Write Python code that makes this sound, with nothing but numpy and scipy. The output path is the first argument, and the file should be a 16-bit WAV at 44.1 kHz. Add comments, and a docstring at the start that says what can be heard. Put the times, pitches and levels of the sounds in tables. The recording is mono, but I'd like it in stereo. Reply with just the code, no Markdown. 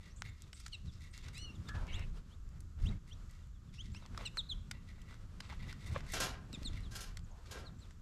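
"""Light scrapes and sharp bill taps come first: a small woodpecker works at peanuts in a wire feeder on a winter day.
Taps are noise bursts and a knock through nut resonances; scrapes are dense clicks that crunch and ring the mesh.
Finches chip, whine and twitter with gliding tones and narrow noise; a hoarse rasp sounds further off.
Another bird flutters in on puffs of noise and rattles a feeder nearby in clattering, ringing jolts.
Behind lie light wind rumbling on the microphone, the hush of the woods and a thin hiss, all shaped noise."""
import sys
import numpy as np
from scipy import signal
from scipy.fft import rfft, irfft, next_fast_len
from scipy.io import wavfile
from scipy.ndimage import uniform_filter1d

SR = 44100
rng = np.random.default_rng(int(sys.argv[2]) if len(sys.argv) > 2 else 0)


def store_pcm(level_fs):
    """Save levels as 16-bit WAV."""
    pcm = np.round(np.clip(level_fs, -1, 1) * 32767).astype(np.int16)
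    wavfile.write(sys.argv[1], SR, np.atleast_2d(pcm).T)


N = 353461
T = np.arange(N) / SR
TOP_HZ = 13900  # upper limit of the sound


def undb(db):
    """Decibels to gain."""
    return 10 ** (np.asarray(db) / 20)


def unit(x):
    """Scale to rms 1."""
    return x / np.sqrt(np.mean(x ** 2) + 1e-20)


def add(out, s, x):
    """Mix x into out from time s on."""
    i = max(int(s * SR), 0)
    out[..., i:i + x.shape[-1]] += x[..., :N - i]


def freqs(x):
    """Frequency of each spectral bin of x, kept at 1 Hz or more."""
    return np.maximum(np.fft.rfftfreq(x.shape[-1], 1 / SR), 1)


def colour(x, points):
    """Filter by a spectrum of (f/Hz, level/dB) points."""
    hz, db = np.transpose(points)
    gain_db = np.interp(np.log(freqs(x)), np.log(hz), db)
    return irfft(rfft(x) * undb(gain_db), x.shape[-1])


def brighten(x, slope):
    """Tilt the spectrum about 3 kHz by slope dB per octave: harder contacts are brighter."""
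    octaves = np.log2(np.clip(freqs(x), 600, 11000) / 3000)
    return irfft(rfft(x) * undb(slope * octaves), x.shape[-1])


def ring(x, modes):
    """Pass x through parallel resonances (f/Hz, width/Hz, level/dB)."""
    f = freqs(x)
    body = sum(undb(db) / (1 + 1j * (f * f - hz * hz) / (f * width)) for hz, width, db in modes)
    return irfft(rfft(x) * body, x.shape[-1])


def walk(rate, size):
    """Random wander that heads for a fresh value about rate times a second; rms near 2.8."""
    k = max(int(SR / rate), 1)
    steps = np.repeat(rng.standard_normal(size // k + 1), k)
    return 3.45 * uniform_filter1d(steps, k)[:size]


def grains(size, rate, spread_db):
    """Dense tiny clicks of uneven strength, rate per second."""
    hit = rng.random(size) < rate / SR
    strength_db = spread_db * np.minimum(rng.exponential(size=size), 3)
    return unit(hit * rng.standard_normal(size) * undb(strength_db))


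def wide(points, side_db):
    """Steady stereo noise of a given spectrum: a shared middle plus an opposed side signal."""
    mid, side = (unit(colour(rng.standard_normal(next_fast_len(N)), points))[:N] for _ in range(2))
    return mid + undb(side_db) * side * np.array([[1], [-1]])


def place(x, pan_db, lag_ms, echo_db, t60):
    """The left ear hears a little late; deck and house wall scatter a thin echo that decays over t60 s."""
    t, size = T[:SR // 2], next_fast_len(N + SR // 10)
    scatter = colour(rng.standard_normal((2, len(t))), [(300, -12.5), (3000, 2.5), (12000, -11.0)])
    scatter = scatter * np.exp(-np.log(1000) * t / t60)
    scatter = scatter / np.sqrt(np.sum(scatter[0] ** 2))
    khz = np.fft.rfftfreq(size, 1000 / SR)
    late = irfft(rfft(x, size) * np.exp(-2j * np.pi * khz * lag_ms), size)[:N]
    direct = np.array([late * undb(pan_db / 2), x * undb(-pan_db / 2)])
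    return direct + undb(echo_db) * signal.fftconvolve(x[None], scatter, axes=1)[:, :N]


# gusts: peak t/s, length/s, deepest heave level/dB, buffeting level/dB, rush of air level/dB before its gain
GUST_ARCHES = [(0.265, 0.27, -54, -49.5, -77), (0.87, 0.11, -44, -44.5, -82), (1.604, 0.065, -50, -41, -82),
               (1.758, 0.054, -46, -34, -56.5), (1.81, 0.15, -35.5, -40.5, -59.5),
               (1.95, 0.24, -34, -38.5, -57.5), (2.094, 0.28, -37, -43, -74),
               (2.518, 0.24, -43, -48.5, -71.5), (2.878, .25, -31, -36.5, -59.5),
               (4.132, 0.093, -45, -37, -69), (4.19, .13, -56, -48, -66), (4.56, 0.15, -39, -48, -85),
               (5.04, 0.18, -47, -48.5, -74), (5.637, 0.37, -46, -46, -70.5), (6.02, 0.44, -41, -42, -59.5),
               (6.258, 0.21, -49, -45.5, -59), (6.762, 0.36, -34.5, -46, -79),
               (7.103, 0.41, -41, -49.5, -73), (7.598, 0.26, -55, -51.5, -70)]


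def gusts(column):
    """Gain of the gusts in one level column; each swells and dies as a smooth arch, and powers add."""
    power = 0
    for s, length, *levels in GUST_ARCHES:
        arch = np.cos(np.pi * np.clip((T - s) / length, -.5, .5))
        power = power + (undb(levels[column]) * arch) ** 2
    return np.sqrt(power)


# breeze between gusts, before the layer gains: t/s, low murmur level/dB, hush in the trees level/dB
BREEZE_LEVELS = [(0.0, -67, -73.5), (1.14, -65, -74.5), (1.74, -59, -67), (1.85, -67, -66.5),
                 (2.05, -63, -69), (2.5, -67, -76.5), (2.9, -60.5, -81.5), (3.17, -65.5, -74.5),
                 (3.81, -63.5, -79.5), (4.19, -59, -66), (4.32, -64.5, -67), (4.73, -64, -73),
                 (5.8, -58, -68), (5.95, -61.5, -67.5), (6.16, -59, -78), (6.69, -61.5, -66),
                 (7.05, -66, -70.5), (7.34, -64.5, -75), (7.54, -74, -62.5), (7.72, -62, -73),
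                 (8.01, -64.5, -74.5)]
# spectrum of wind on the microphone: f/Hz, level/dB per Hz
RUMBLE_SPECTRUM = [(12, -16.5), (26, 4), (40, -2.5), (80, 0.5), (120, -6.5), (190, -15.5), (270, -27),
                   (400, -36), (900, -79)]
# spectrum of the hush in the trees: f/Hz, level/dB per Hz
HUSH_SPECTRUM = [(150, 7), (300, 2), (500, 0.5), (800, -6), (1200, 0), (2000, -8.5), (4000, -10.5),
                 (8000, -17.5), (13000, -29.5)]
# spectrum of the dull rush of air in a gust: f/Hz, level/dB per Hz
RUSH_SPECTRUM = [(150, 6), (500, 0), (800, -3), (1300, -2), (2500, -9), (5000, -17), (8000, -26),
                 (13000, -42)]
# spectrum of the thin hiss: f/Hz, level/dB per Hz
HISS_SPECTRUM = [(590, -31), (1000, -4.5), (1250, 4), (2390, -12), (3640, -11), (7460, -5), (9510, -22.5),
                 (11900, -12), (14000, -45)]
EDDY_DB = 0.8  # scale of the wind's quick unevenness
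CALM_RUMBLE_DB = -50  # the deepest rumble between gusts


def outdoors(murmur_gain_db=17.5, hush_gain_db=4.5, hiss_db=-76, rush_gain_db=1):
    """Gusts heave, buffet and rush on the microphone, the trees hush, and a thin hiss lies under it all."""
    s, low_db, trees_db = np.transpose(BREEZE_LEVELS)
    rumble = wide(RUMBLE_SPECTRUM, -21)
    # level out the slow swells of the noise, then add quick eddies
    rumble = rumble / np.sqrt(uniform_filter1d(rumble[0] ** 2, SR // 5)) * undb(EDDY_DB * walk(11, N))
    heave, deep = (signal.sosfiltfilt(signal.butter(2, hz / (SR / 2), output="sos"), rumble)
                   for hz in (45, 130))
    # time shifts keep layers of the same noise from moving together
    calm = np.roll(deep, -SR, axis=1) * undb(CALM_RUMBLE_DB)
    buffets = np.roll(rumble - heave, SR, axis=1) * gusts(column=1)
    wind = calm + heave * gusts(column=0) + buffets
    murmur = np.roll(rumble - deep, 2 * SR, axis=1) * undb(np.interp(T, s, low_db) + murmur_gain_db)
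    sway_db = .9 * walk(20, N)
    hush = wide(HUSH_SPECTRUM, -3.5) * undb(np.interp(T, s, trees_db) + hush_gain_db + sway_db)
    rush = wide(RUSH_SPECTRUM, -9) * gusts(column=2) * undb(rush_gain_db + EDDY_DB * walk(55, N))
    hiss = wide(HISS_SPECTRUM, -6.5) * undb(hiss_db + EDDY_DB / 2 * walk(5.7, N))
    return wind + murmur + hush + rush + hiss


# a hoarse rasp further off: t/s, length/s, start f/Hz, end f/Hz, width/Hz, level/dB
FAR_RASPS = [(1.678, .135, 1720, 1600, 220, -58), (1.688, .09, 1350, 1250, 260, -60),
             (1.765, .11, 1150, 750, 750, -58), (1.872, .19, 2850, 2650, 480, -58.5),
             (1.872, .19, 2130, 2080, 330, -58.5), (1.88, .17, 3900, 3800, 700, -68),
             (7.29, .15, 750, 900, 450, -69)]
# thin sizzling finch twitters: t/s, length/s, start f/Hz, end f/Hz, width/Hz, level/dB
SIZZLES = [(.1, 0.037, 5200, 6350, 400, -70.5), (.155, 0.073, 7100, 8400, 1700, -65),
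           (.278, .028, 6500, 7600, 600, -68), (.53, .085, 8100, 8200, 1200, -64),
           (.92, .04, 5030, 5500, 1000, -71), (1.105, .05, 8500, 8200, 600, -71),
           (1.34, 0.098, 7350, 8130, 1700, -65), (3.74, 0.049, 5550, 5500, 450, -69),
           (5.43, .075, 7700, 7660, 350, -77), (5.8, .05, 8000, 8000, 350, -74)]


def rasps(rows, hoarse_db=0.3):
    """Hoarse, stuttering noise: a gliding carrier roughened by random amplitude and phase."""
    out = np.zeros(N)
    for s, length, start, end, width, db in rows:
        n = int(length * SR)
        grit = walk(width * 1.4, n) + 1j * walk(width * 1.4, n)
        tone = np.real(grit * np.exp(2j * np.pi * np.cumsum(np.linspace(start, end, n)) / SR))
        rough = unit(tone * undb(hoarse_db * walk(85, n)))
        fade = signal.windows.tukey(n, .25) * undb(np.linspace(2, -3, n))
        add(out, s, rough * fade * undb(db))
    return out


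def voice(hz, octave_db, unrest, buzz, flicker_db=1.1, third_db=-14):
    """One side of the syrinx: an unsteady whistle whose overtones come and go; a fast buzz adds side tones."""
    n, buzz_hz = len(hz), 656
    phase = 2 * np.pi * np.cumsum(hz * (1 + unrest * walk(900, n) + .002 * walk(90, n))) / SR
    buzz_phase = 2 * np.pi * np.cumsum(buzz_hz * (1 + .06 * walk(300, n))) / SR
    phase = phase + buzz * np.sin(buzz_phase)
    # overtones above the upper limit stay silent; third_db comes on top of octave_db
    second, third = (np.sin(k * phase) * (k * hz < TOP_HZ) * undb(octave_db + flicker_db * walk(110, n))
                     for k in (2, 3))
    return np.sin(phase) + second + undb(third_db) * third


# clear finch chips: t/s, length/s, middle f/Hz, sweep/octaves, level/dB, second harmonic level/dB
CLEAR_CHIPS = [(0.172, .03, 3400, -.3, -71, -25), (0.42, 0.037, 3750, -0.3, -68, -25),
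               (0.862, 0.05, 3770, -.42, -63, -29), (1.222, .036, 7250, -0.022, -66, -30),
               (1.545, 0.029, 3470, -.33, -63, -6), (1.664, 0.047, 3530, -0.21, -59, -20),
               (1.922, 0.05, 3400, 0.6, -47.5, -8.5), (2.3, 0.056, 3340, 0.51, -67, -10),
               (2.851, 0.036, 3140, 0.79, -49.5, -13), (2.884, 0.012, 3850, -0.066, -50, -29),
               (2.92, .017, 2110, 0.076, -56, -25), (3.105, 0.038, 3260, 0.56, -53, -23),
               (3.127, 0.016, 5740, -0.034, -57.5, -30), (3.41, 0.043, 3600, -0.43, -75, -25),
               (3.53, .06, 3500, -.35, -76, -27), (3.67, .05, 3430, -.3, -76, -29),
               (3.778, 0.051, 3086, 0.59, -47, -12), (3.915, 0.028, 7500, .17, -65, -30),
               (3.942, 0.046, 2750, 0.42, -56, -2), (4.005, 0.056, 3800, -.35, -67, -25),
               (4.347, .032, 7500, .1, -65, -30), (4.37, 0.045, 3800, -0.52, -35, -20.5),
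               (4.488, 0.049, 3610, -0.55, -37.5, -21), (4.625, .042, 7750, .13, -88, -30),
               (6.639, 0.055, 3910, -0.51, -41.5, -12), (6.825, 0.064, 3590, -0.56, -59.5, -16),
               (7.228, 0.038, 7000, -0.71, -68, -30), (7.305, 0.025, 6600, -.35, -67, -30),
               (7.645, 0.053, 4090, -.45, -57, -26), (7.783, 0.035, 7600, 0.092, -65, -30),
               (7.803, 0.056, 3900, -0.51, -63.5, -19)]
# nasal two-voiced notes: t/s, length/s, middle f/Hz, sweep/octaves, level/dB,
# second harmonic level/dB, upper voice level/dB
NASAL_NOTES = [(0.722, 0.039, 2855, -0.34, -46.5, -15, -2), (4.249, .036, 2780, -0.37, -42, -8.5, -1.5),
               (6.524, .04, 2656, -0.36, -53.5, -9, 7.5)]


def syrinx(rows, unrest, buzz, voice_ratio=1.41, flutter_db=.8, bend=.08):
    """Short glides, each bent its own way; in two-voiced notes both sides of the syrinx sound, near a tritone apart."""
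    out = np.zeros(N)
    for s, length, middle, sweep, db, octave_db, *upper in rows:
        n = int(length * SR)
        u = np.linspace(-.5, .5, n)
        hz = middle * 2 ** (sweep * u + bend * rng.standard_normal() * u ** 2)
        note = voice(hz, octave_db, unrest, buzz)
        if upper:
            note = note + undb(upper[0]) * voice(hz * voice_ratio, octave_db + 2, unrest, buzz)
        add(out, s, note * np.cos(np.pi * u) * undb(db + flutter_db * walk(215, n)))
    return out


# one drawn-out whine: t/s, lower voice f/Hz, upper voice f/Hz, lower voice level/dB, upper voice level/dB,
# second harmonic of the lower voice level/dB
WHINE_ARCH = [(1.336, 2140, 3760, -78, -82, -9), (1.352, 2350, 3830, -63, -54.5, 2),
              (1.385, 2820, 4050, -51.5, -55, -7), (1.416, 2925, 4310, -56.5, -55, -1.5),
              (1.446, 2970, 4370, -51, -57.5, -9), (1.484, 2806, 4200, -51.5, -64, -27),
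              (1.512, 2785, 4100, -57.5, -83, -7), (1.53, 2850, 4040, -81, -88, -9)]


def whine(unrest=.003, flutter_db=.8, buzz=.5, clear_s=.1):
    """Two voices arch together, rough at first and then clear; the upper one leads and dies first."""
    out, (s, *columns) = np.zeros(N), np.transpose(WHINE_ARCH)
    t = np.arange(s[0], s[-1], 1 / SR)
    rough = np.clip(1 - ((t - s[0]) / clear_s) ** 2, 0, 1)
    low_hz, high_hz, low_db, high_db, octave_db = (np.interp(t, s, c) for c in columns)
    voices = (low_hz, low_db, octave_db, buzz / 3), (high_hz, high_db, -15, buzz)
    for hz, db, overtone_db, depth in voices:
        tone = voice(hz, overtone_db, unrest * (1 + rough), depth * rough, third_db=-20)
        add(out, s[0], tone * undb(db + flutter_db * walk(120, len(t))))
    return out


def finches():
    """Clear falling and rising chips, short buzzy nasal notes, thin sizzling twitters and one arched whine."""
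    chips = syrinx(CLEAR_CHIPS, unrest=.005, buzz=0)
    nasal = syrinx(NASAL_NOTES, unrest=.005, buzz=.16)
    return chips + nasal + rasps(SIZZLES) + whine()


# small birds braking in the air: first wingbeat t/s, length/s, puff f/Hz, level/dB
WING_FLUTTERS = [(1.424, 0.3, 262, -58.5), (6.501, 0.25, 212, -46), (7.52, .12, 430, -58)]
# even wingbeats that grow weaker after the first few
WINGBEAT_HZ, WINGS_HOLD_S, WINGS_FADE_DB_PER_S = 25.14, 0.13, 61


def wings(width_hz=130):
    """Each downstroke is a soft low puff of air: noise through a doubled resonance."""
    out, n = np.zeros(N), int(0.022 * SR)
    for s, length, hz, level_db in WING_FLUTTERS:
        band = [(hz, width_hz, 0)]
        for since in np.arange(0, length, 1 / WINGBEAT_HZ):
            db = level_db - WINGS_FADE_DB_PER_S * max(since - WINGS_HOLD_S, 0)
            puff = unit(ring(ring(rng.standard_normal(n), band), band)) * np.hanning(n)
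            add(out, s + since - n / SR / 2, puff * undb(db))
    return out


# jolts of the neighbouring feeder: t/s, level/dB, brightness/dB per octave, rise/s
JOLTS = [(6.134, -36.5, -0.4, 0.0016), (6.201, -34, 0, 0.0004), (6.228, -37.5, 0.5, 0.0044),
         (6.908, -50.5, 1, 0.013), (6.952, -45.5, 1.5, 0.0011), (7.005, -46.5, 2.5, 0.0019),
         (7.508, -47.5, 0, 0.0044), (7.537, -47, -4.5, 0.0073), (7.58, -57, -0.5, 0.0052)]
# spectrum of seeds and loose metal: f/Hz, level/dB per Hz
CLATTER_SPECTRUM = [(200, -4), (350, -6.5), (600, -7.5), (850, -8), (1500, -4.5), (2200, -8.5), (3600, -6),
                    (6000, -4), (8500, -11.5), (12500, -13), (14000, -29)]
# resonances of the feeder's metal hanger: f/Hz, width/Hz, level/dB
HANGER_MODES = [(403, 8, -2), (520, 12, -6), (651, 10, -2), (737, 9, -3), (1044, 9, 1), (1355, 14, 0),
                (1497, 18, 0), (1604, 10, 3), (2315, 10, -1), (2719, 14, -2), (5050, 16, -1),
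                (6977, 25, -6), (9604, 20, -11), (11386, 16, -9)]


def rattles(t60_4khz_s=0.3, damping=0.4):
    """A jolt sets seeds and loose metal rattling in ragged spurts; the treble dies first."""
    out, t = np.zeros(N), T[:SR // 2]
    octave = np.log2(np.clip(freqs(t), 250, 16000) / 250)
    for s, db, slope, rise in JOLTS:
        clatter = grains(len(t), 16000, 1)
        metal = undb(-7) * unit(ring(clatter, HANGER_MODES))
        sound = rfft(unit(brighten(unit(colour(clatter, CLATTER_SPECTRUM)) + metal, slope)))
        spurts_db = .5 * walk(110, len(t)) * np.minimum(t / .03, 1)
        attack = 1 - np.exp(-t / max(rise, 1 / SR))
        for k in range(7):  # overlapping octave bands centred from 250 Hz to 16 kHz
            band = irfft(sound * np.maximum(1 - np.abs(octave - k), 0), len(t))
            life = t60_4khz_s * 2 ** (damping * min(4 - k, 2))
            band = band * undb(spurts_db + .4 * walk(70, len(t)))
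            add(out, s, band * np.exp(-np.log(1000) * t / life) * attack * undb(db))
    return out


def knock(s=5.9605, level_db=-48):
    """One dull knock in three quick contacts, as the second bird comes in."""
    out, t = np.zeros(N), T[:SR // 10]
    contacts = ((.001, .5), (.0027, 1), (.0045, .4))  # t/s, strength
    push = sum(size * np.exp(-((t - at) / .0001) ** 2) for at, size in contacts)
    thud = unit(ring(push, [(560, 100, 0), (1040, 260, -3), (1650, 500, -13)]))
    add(out, s - .001, undb(level_db) * thud)
    return out


# spells of light nibbling: start t/s, end t/s, wire ring level/dB, crunch level/dB
NIBBLING_SPELLS = [(0.012, .12, -73, -74.5), (0.377, .53, -82, -74.5), (0.65, 1.0, -95, -75.5),
                   (1.112, 1.2, -73, -69.5), (3.72, 3.9, -79, -74), (4.957, 5.16, -73.5, -87),
                   (5.76, 5.88, -70, -72), (7.757, 7.95, -101, -78.5)]
# length of a stroke, time to the next, spread in strength
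NIBBLE_S, NIBBLE_GAP_S, NIBBLE_SCATTER_DB = 0.12, .095, 2


def nibbles(slope=1.5):
    """Light strokes of the bill at an uneven pace, as rows like those of the distinct scrapes."""
    rows = []
    for start, end, wire_db, crunch_db in NIBBLING_SPELLS:
        starts = np.arange(start, end - NIBBLE_S / 2, max(NIBBLE_GAP_S, NIBBLE_S / 2))
        for s, (late, strength) in zip(starts, rng.standard_normal((20, 2))):
            db = NIBBLE_SCATTER_DB * strength
            rows.append((s + late * NIBBLE_GAP_S / 10, NIBBLE_S, wire_db + db, crunch_db + db, slope))
    return rows


# distinct scrapes of bill and claws: t/s, length/s, wire ring level/dB, crunch level/dB, brightness/dB per octave
SCRAPE_STROKES = [(0.24, 0.063, -60.5, -75, -6), (0.307, 0.1, -75.5, -89, -3),
                  (0.548, 0.11, -81, -66.5, 2.5), (1, 0.096, -67.5, -71, 6),
                  (1.226, 0.069, -68, -64.5, -3.5), (1.329, 0.11, -65.5, -70, 10),
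                  (2.798, 0.16, -80, -71, 5), (3.072, 0.042, -74, -73, 8), (3.292, 0.12, -77, -78, 4),
                  (3.934, 0.11, -76.5, -73, 4), (4.02, 0.052, -87, -64, -10), (4.165, 0.11, -69, -59, -10),
                  (4.716, 0.08, -71, -72, -10), (4.872, 0.059, -68.5, -74, 0),
                  (5.085, 0.077, -75, -71, -6.5), (5.42, 0.056, -76, -65, -6),
                  (5.49, 0.061, -62.5, -60.5, -9), (5.591, 0.078, -64.5, -67.5, -7.5),
                  (5.679, 0.04, -57.5, -62, -3.5), (5.853, 0.16, -64, -66.5, 8),
                  (5.939, 0.044, -80, -53, -10.5), (6.063, 0.23, -61, -63.5, 7),
                  (6.546, 0.24, -72.5, -69.5, -3), (6.754, 0.03, -58.5, -68, -7),
                  (7.457, 0.022, -94, -65.5, -1)]
# spectrum of crumbling nut: f/Hz, level/dB per Hz
CRUNCH_SPECTRUM = [(400, -19.5), (1200, -3), (2000, -3.5), (3600, 3), (5500, 1.5), (7800, -4),
                   (9500, -10.5), (13500, -24)]
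# resonances of the wire mesh, also stirred by the taps: f/Hz, width/Hz, level/dB
MESH_MODES = [(1960, 65, 0), (2120, 150, -8), (2730, 150, -14), (3600, 260, -17), (4040, 260, -19)]


def scrapes(rate=2800, jerk_db=1.3, grain_db=1.8):
    """Stick-slip of bill and claws: crumbs crackle and the wire sings."""
    crunch, wire = np.zeros(N), np.zeros(next_fast_len(N))
    for s, length, ring_db, crunch_db, slope in SCRAPE_STROKES + nibbles():
        n = int(length * SR)
        u = np.linspace(0, 1, n)
        # the stroke swells faster than it dies, in jerks
        stroke = np.sqrt(np.abs(np.sin(np.pi * u ** 0.48))) * undb(jerk_db * walk(124.7, n))
        slips = grains(n, rate, grain_db)
        crumbs = unit(brighten(colour(slips, CRUNCH_SPECTRUM), slope))
        add(crunch, s, unit(crumbs * stroke) * undb(crunch_db))
        add(wire, s, unit(slips * stroke) * undb(ring_db))
    mesh_gain = np.std(ring(rng.standard_normal(SR), MESH_MODES))
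    return crunch + ring(wire, MESH_MODES)[:N] / mesh_gain


# bill taps: t/s, chatter of the contact/ms, level/dB over 10 ms, brightness/dB per octave,
# crumbling against the clean knock level/dB
BILL_TAPS = [(0.2211, 0.82, -43, -4, -17), (0.262, 1, -62, -6, 2), (0.4212, 0.45, -57, 7.5, -6),
             (0.531, 3, -53, -2, 8), (0.603, 6, -56.5, 3, 12), (0.6641, 3.8, -48, -0.5, 13),
             (0.682, 0.8, -59, 4, 0), (1.178, 0.39, -56.5, 1.5, -1), (1.251, 3.5, -66, -3, 2),
             (1.2852, 2.8, -56, -0.5, 11), (1.38, 1.5, -55, 10, 3), (1.69, 8.8, -48.5, -2.5, 19),
             (1.812, 1.5, -73, 2, 3), (1.869, 1.2, -64, 1, 2), (1.995, 2.5, -56, -2.5, 6),
             (2.491, .6, -72, 7, 0), (2.606, 2.5, -61.5, 10, 3), (3.311, 1.2, -68, 16, 3),
             (3.472, .6, -77, 6, 0), (3.948, 2.5, -55.5, -5.5, 8), (4.062, 2, -60.5, -1, 1),
             (4.148, 0.86, -55, -11, 5), (4.177, 3, -45, -4.5, 2), (4.372, 2.5, -43.5, -4.5, -2),
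             (4.7132, 2.9, -43.5, -1, 8), (4.982, 2, -64, -11, 3), (5.018, 3.7, -64, 2, 9),
             (5.11, 2.7, -61, -6, 6), (5.127, 1.5, -64, -13, 3), (5.143, 1.7, -63, -2, 3),
             (5.405, 3, -47, -1.5, 8), (5.526, 7.6, -48, -9, 10), (5.537, 2, -58, -12, 3),
             (5.728, 2.1, -53, -1.5, 8), (5.8798, 0.54, -63, 9, 6), (6.007, 3, -56, -4, 6),
             (6.122, 4, -51, 16, 6), (6.5298, 2, -55, 1, 1), (6.632, 1, -56.5, 1, 3),
             (6.807, 0.64, -68.5, 3, 0), (7.172, 2.7, -50, -0.5, 4), (7.193, 0.87, -64, -2, 2),
             (7.46, 4.4, -65, -5, 10), (7.909, 4.5, -62.5, -2, 4)]
# resonances of a nut wedged in the mesh: f/Hz, width/Hz, level/dB
PEANUT_MODES = [(1450, 220, 10), (1860, 1400, 7.5), (4080, 1600, 7), (5200, 1240, 12), (7000, 1000, 4.5)]
# the give of the nut softens the contact: f/Hz, level/dB
CONTACT_SPECTRUM = [(500, 6), (1200, -2), (2200, 3), (3000, 2.5), (4200, -1.5), (8000, -2.5), (9500, -7),
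                    (12000, -6), (14000, -14)]


def pecks(wire_db=-22, shift=0.057, linger=0.91):
    """The bill touches, cracks through to one hard contact and the nut crumbles on; each spot rings differently."""
    out, size, lead = np.zeros(N), 8192, 1024  # samples per tap, samples before the hard contact
    ms = (np.arange(size) - lead) / SR * 1000
    for s, chatter_ms, db, slope, crumble_db in BILL_TAPS:
        spread = max(chatter_ms, .3)
        crackle = (ms > -.55 * spread) * np.exp(-np.abs(ms) / (linger * spread))
        crackle = crackle + .08 * (ms > 0) * np.exp(-np.abs(ms) / 5)  # faint last crumbs
        push = rng.standard_normal(size) * np.abs(rng.standard_normal(size)) * crackle
        push = push * undb(crumble_db) / np.sqrt(np.sum(push ** 2))
        push[lead] -= 1  # the clean knock
        detune = np.exp(shift * rng.standard_normal(len(PEANUT_MODES)))
        spot = [(hz * d, width, mode_db) for (hz, width, mode_db), d in zip(PEANUT_MODES, detune)]
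        nut = unit(brighten(colour(ring(push, spot), CONTACT_SPECTRUM), slope))
        tap = nut + undb(wire_db) * unit(ring(push, MESH_MODES))
        add(out, s - lead / SR, tap * undb(db) * np.sqrt(.01 * SR / size))
    return signal.sosfilt(signal.butter(3, 800 / (SR / 2), "high", output="sos"), out)


def scene():
    """The woods behind, other birds around, the feeder close by."""
    far = place(rasps(FAR_RASPS), pan_db=2.5, lag_ms=0.043, echo_db=-11.5, t60=0.046)
    song = place(finches(), pan_db=1.0, lag_ms=0.029, echo_db=-20.5, t60=0.42)
    visitor = place(rattles() + wings(), pan_db=-1.9, lag_ms=0.0063, echo_db=-10.5, t60=0.12)
    claws = place(scrapes(), pan_db=1.5, lag_ms=0.0083, echo_db=-4.5, t60=0.2)
    taps = place(pecks() + knock(), pan_db=.2, lag_ms=.018, echo_db=-18, t60=.06)
    return outdoors() + far + song + visitor + claws + taps


def record(dry):
    """A steep elliptic low-pass cuts the top."""
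    return signal.sosfilt(signal.ellip(8, .2, 70, TOP_HZ, fs=SR, output="sos"), dry)


dry = scene()
out = record(dry)
store_pcm(out)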